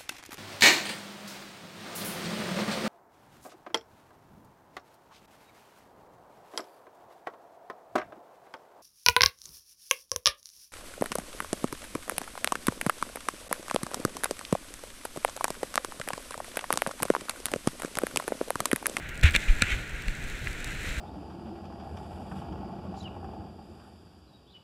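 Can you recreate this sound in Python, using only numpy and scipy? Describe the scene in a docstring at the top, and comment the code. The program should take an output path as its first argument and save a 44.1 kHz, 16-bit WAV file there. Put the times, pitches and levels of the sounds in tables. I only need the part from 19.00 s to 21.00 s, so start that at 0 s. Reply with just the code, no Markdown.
"""Close, hollow plastic knocks, scuffs and low thumps over a hiss of snow and a rumble of wind.
A gloved hand grabs an action camera in its case while the rider slides down a snowy slope.
Knocks ring the case and the camera body; the glove ticks, drags and presses thumps into the microphone.
Rushing air and sliding snow hiss through the case's resonances, and gusts buffet it from outside."""
import sys
import numpy as np
from scipy import signal
from scipy.fft import rfft, irfft
from scipy.io import wavfile
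from scipy.ndimage import uniform_filter1d

SR = 44100
rng = np.random.default_rng(int(sys.argv[2]) if len(sys.argv) > 2 else 0)


def transcribe(signal):
    """Save signal, clipped to [-1, 1], as a 16-bit WAV file at the path in sys.argv[1]."""
    frames = np.atleast_2d(signal).T
    limited = np.clip(frames, -1, 1)
    pcm = np.round(limited * 32767).astype(np.int16)
    wavfile.write(sys.argv[1], SR, pcm)


N = 88200

# bright spectrum of tiny impacts on the case, for glove ticks and snow spray: f/Hz, relative level/dB
TICK_SPECTRUM = [(300, -16), (1000, -17), (2200, -1.5), (4000, -1.5), (5500, -6), (8000, 0.5),
                 (10000, -8.5), (16000, -18)]


def undb(db):
    """Decibels to gain."""
    return 10 ** (np.asarray(db) / 20)


def unit(x):
    """Scale to rms 1."""
    return x / np.sqrt(np.mean(x ** 2) + 1e-18)


def since(start):
    """Seconds since a moment, zero before it."""
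    return np.maximum(np.arange(N) / SR - start, 0)


def curve(table, column=1):
    """One column of a table joined by straight lines in time."""
    rows = np.array(table)
    return np.interp(since(0), rows[:, 0], rows[:, column])


def colour(x, points):
    """Minimum-phase EQ through (f/Hz, level/dB) points; result at rms 1."""
    hz, db = np.array(points).T
    bins = np.maximum(np.arange(N // 2 + 1) * SR / N, 1)
    gain = undb(np.interp(np.log(bins), np.log(hz), db))
    cepstrum = irfft(np.log(gain), N)
    cepstrum[1:N // 2] *= 2
    cepstrum[N // 2 + 1:] = 0
    return unit(irfft(rfft(x) * np.exp(rfft(cepstrum)), N))


def noise(points):
    """Coloured noise at rms 1."""
    return colour(rng.standard_normal(N), points)


def split(x, hz):
    """The bands below and above a crossover."""
    low = signal.sosfiltfilt(signal.butter(4, hz, fs=SR, output="sos"), x)
    return low, x - low


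def walk(per_s):
    """Random wander at rms 1, gliding to a new value per_s times a second."""
    step = max(int(SR / per_s), 1)
    targets = rng.standard_normal(N)[:N // step + 1]
    return unit(uniform_filter1d(np.repeat(targets, step)[:N], step))


def burst(start, decay_s):
    """Instant attack and exponential fade."""
    age = since(start)
    return (age > 0) * np.exp(-age / decay_s)


def mode(hz, t60):
    """One struck resonance: a sine that falls 60 dB in t60 seconds."""
    age = since(0)[:N // 10]
    return np.sin(2 * np.pi * hz * age) * np.exp(-np.log(1000) * age / t60)


def knocks():
    """Each blow cracks, chatters briefly and rings both the plastic case and the camera inside."""
    # blows on the case: t/s, level/dB, tilt/(dB per octave), favoured f/Hz, rattle/dB, body/dB
    blows = [(0.2339, -22, 4.5, 3150, -16, -1), (0.2874, -24, -5, 1700, -16, -22),
             (.3500, -13.5, -1.5, 2020, -21, -13.5), (.3619, -14.5, 6, 3500, -18, -11),
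             (0.6208, -11, 4, 3050, -7, -6), (.6221, -7, -1, 1237, -19, -30),
             (1.0826, -25, 1, 2020, -18, -11), (1.4711, -23.5, -7, 2070, -20, -21)]
    # bright modes of the plastic case: f/Hz, level/dB, t60/s
    case_modes = [(1393, -14.5, 0.03), (1686, -11, 0.031), (2000, -10, 0.017), (2380, -5.5, 0.019),
                  (2700, -4.5, 0.019), (3560, -12, .012), (4210, -6, 0.01), (6000, -13, .004),
                  (7700, -12, .006), (10660, -19, 0.0034)]
    # low modes of the camera body: f/Hz, level/dB, t60/s
    body_modes = [(223, -1, 0.033), (528, -1, .018), (850, -9.5, 0.0044)]
    # spectrum of the contact crack: f/Hz, relative level/dB
    crack_spectrum = [(200, 0.5), (3000, 4), (7000, 1), (11000, -2.5), (16000, -13)]
    rattle_s, crack_db = 0.001, -15
    focus_db, focus_octaves = 10, 0.16
    out = np.zeros(N)
    for start, db, tilt, focus_hz, rattle_db, body_db in blows:
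        ring = sum(undb(mode_db + body_db) * mode(hz, t60) for hz, mode_db, t60 in body_modes)
        for k, (hz, mode_db, t60) in enumerate(case_modes):
            # each contact point favours the modes near one pitch
            boost_db = focus_db * np.exp(-(np.log2(hz / focus_hz) / focus_octaves) ** 2)
            gain = undb(mode_db + boost_db + tilt * np.log2(hz / 2500))
            ring += (-1) ** k * gain * mode(hz, t60)
        chatter = rng.standard_normal(N) * burst(start, rattle_s) / np.sqrt(rattle_s * SR / 2)
        force = undb(rattle_db) * chatter
        force[int(start * SR)] += 1  # the blow itself
        crack = undb(crack_db + 2 * tilt) * noise(crack_spectrum) * burst(start, decay_s=0.00095)
        out += undb(db) * (signal.fftconvolve(force, ring)[:N] + crack)
    return out


def thumps():
    """Soft pushes rock the camera on its mount in short, low swells."""
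    # pushes on the case: t/s, f/Hz, level/dB, rise/s, decay/s
    pushes = [(.228, 30, -13, 0.0075, .012), (0.2369, 76.9, -6.5, 0.0088, 0.02),
              (.358, 38, -21, 0.0083, 0.016), (.477, 23, -5, .028, .009), (.622, 100, -22.5, 0.0054, .012),
              (.712, 48, -21.5, 0.0142, .016), (0.929, 37.7, -26, 0.017, 0.013),
              (1.061, 28, -17, .024, 0.016), (1.2, 14, -27, .05, .04), (1.425, 125, -35, .015, 0.032),
              (1.97, 45.4, -23, 0.017, .014)]
    out = np.zeros(N)
    for start, hz, db, rise, decay in pushes:
        age = since(start)
        swell = np.sin(np.pi / 2 * np.minimum(age / rise, 1)) ** 2
        fade = np.exp(-since(start + rise) / decay)
        out += undb(db) * swell * fade * np.sin(2 * np.pi * hz * age)
    return out


def scuffs():
    """The glove drags over the case in a grainy run of tiny slips, duller as it settles."""
    # glove strokes: t/s, level/dB, attack/s, hold/s, release/s
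    strokes = [(.227, -23, 0.0053, 0.045, 0.014), (0.335, -22.5, 0.015, 0.015, 0.0037),
               (.415, -40, .01, .012, .012), (.472, -34, 0.014, 0.0092, .012),
               (0.602, -34.5, 0.013, 0.023, 0.017), (.65, -29.5, 0.061, .014, 0.029)]
    # spectrum of fabric rubbing on plastic: f/Hz, relative level/dB
    rub_spectrum = [(200, -13), (400, -19.5), (1000, -21), (1200, -16), (1420, -6.5), (1650, -5),
                    (2070, -1), (2400, -0.5), (2700, -3.5), (3000, -9.5), (3950, -14), (4900, -28),
                    (6300, -22), (7800, -23.5), (9200, -32), (12700, -37), (16000, -48)]
    grain_db, dulling_db_per_s = 2.5, 54
    slips = rng.standard_normal(N) * undb(grain_db * walk(per_s=900))
    dull, bright = split(colour(slips, rub_spectrum), hz=4470)
    out = np.zeros(N)
    for start, db, attack, hold, release in strokes:
        pressure = np.minimum(since(start) / attack, 1) * np.exp(-since(start + attack + hold) / release)
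        brightness = undb(-dulling_db_per_s * since(start + attack))
        out += undb(db) * pressure * (dull + bright * brightness)
    return out


def ticks():
    """Stiff glove fabric catches and lets go in dry little snaps."""
    # snaps of the glove on the case: t/s, level/dB
    snaps = [(.0888, -41), (0.0922, -35), (.1455, -44), (0.1552, -40), (.1762, -36), (.1947, -42),
             (0.2124, -31.5), (.2368, -25), (.2965, -35), (.3085, -33), (.312, -36), (.322, -35),
             (.336, -33), (.393, -38), (.44, -38), (1.021, -35.5), (1.3, -40), (1.444, -39), (1.53, -38),
             (1.6443, -27.5), (1.675, -38), (1.73, -38), (1.988, -37)]
    return noise(TICK_SPECTRUM) * sum(undb(db) * burst(start, decay_s=0.0013) for start, db in snaps)


def rush():
    """Air and sliding snow hiss through the case, fluttering slightly, with a fine patter of spray."""
    # swells of the hiss: t/s, low band level/dB, treble level/dB
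    swells = [(0, -42, -59.5), (.2, -42.5, -61), (.41, -40, -49), (.6, -39, -50), (.75, -40.5, -50),
              (.86, -41, -54.5), (1.1, -42, -52.5), (1.36, -43, -53.5), (1.52, -41, -50.5),
              (1.62, -42, -54), (1.75, -40.5, -50), (1.89, -39, -46.5), (2, -41.5, -51.5)]
    # hiss as shaped by the case's resonances: f/Hz, relative level/dB
    hiss_spectrum = [(60, -12.5), (200, -10), (300, -6.5), (500, -10), (750, -13), (1050, -16),
                     (1230, -12.5), (1420, -2.5), (1900, -2.5), (2450, -4), (3200, -11), (4050, -9),
                     (4800, -20), (6200, -15), (6800, -16.5), (7400, -13.5), (8200, -18), (9000, -20.5),
                     (10100, -25), (11000, -23.5), (12000, -28), (14500, -32.5), (16000, -50)]
    flutter_db = 0.86
    spray_per_s, spray_db, spray_spread_db = 190, -4.5, 5
    low, treble = map(unit, split(noise(hiss_spectrum), hz=3130))
    hits = rng.random(N) < spray_per_s / SR
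    grains = hits * rng.standard_normal(N) * undb(spray_spread_db * rng.random(N))
    spray = undb(spray_db) * colour(grains, TICK_SPECTRUM)
    treble = treble * undb(flutter_db * walk(per_s=39.86)) + spray
    hiss = low * undb(curve(swells)) + treble * undb(curve(swells, column=2))
    return hiss * undb(flutter_db * walk(per_s=25.06))


def wind():
    """Eddies buffet the case with a gusty rumble."""
    # strength of the wind on the case: t/s, level/dB
    strength = [(0, -41), (.12, -35.5), (.3, -35.5), (.45, -38), (.7, -33.5), (.85, -39), (1.2, -39),
                (1.45, -36), (1.65, -37), (1.85, -34.5), (2, -37)]
    # bass-heavy spectrum of the buffeting: f/Hz, relative level/dB
    rumble_spectrum = [(12, -3.5), (28, 1.5), (50, -6), (80, -8), (130, -10.5), (200, -17), (400, -24.5),
                       (800, -33), (1500, -51.5)]
    gust_db = 1.5
    return noise(rumble_spectrum) * undb(curve(strength) + gust_db * walk(per_s=14.06))


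def scene():
    """Close handling sounds over a bed of snow hiss and wind, in mono."""
    return (knocks() + thumps() + scuffs() + ticks() + rush() + wind())[None]


def record(dry):
    """The camera drops subsonic drift below 12 Hz and cuts the top above 15.5 kHz."""
    low_cut = signal.butter(2, 12, "high", fs=SR, output="sos")
    high_cut = signal.ellip(8, .2, 80, 15500, fs=SR, output="sos")
    return signal.sosfilt(high_cut, signal.sosfilt(low_cut, dry))


dry = scene()
out = record(dry)
transcribe(out)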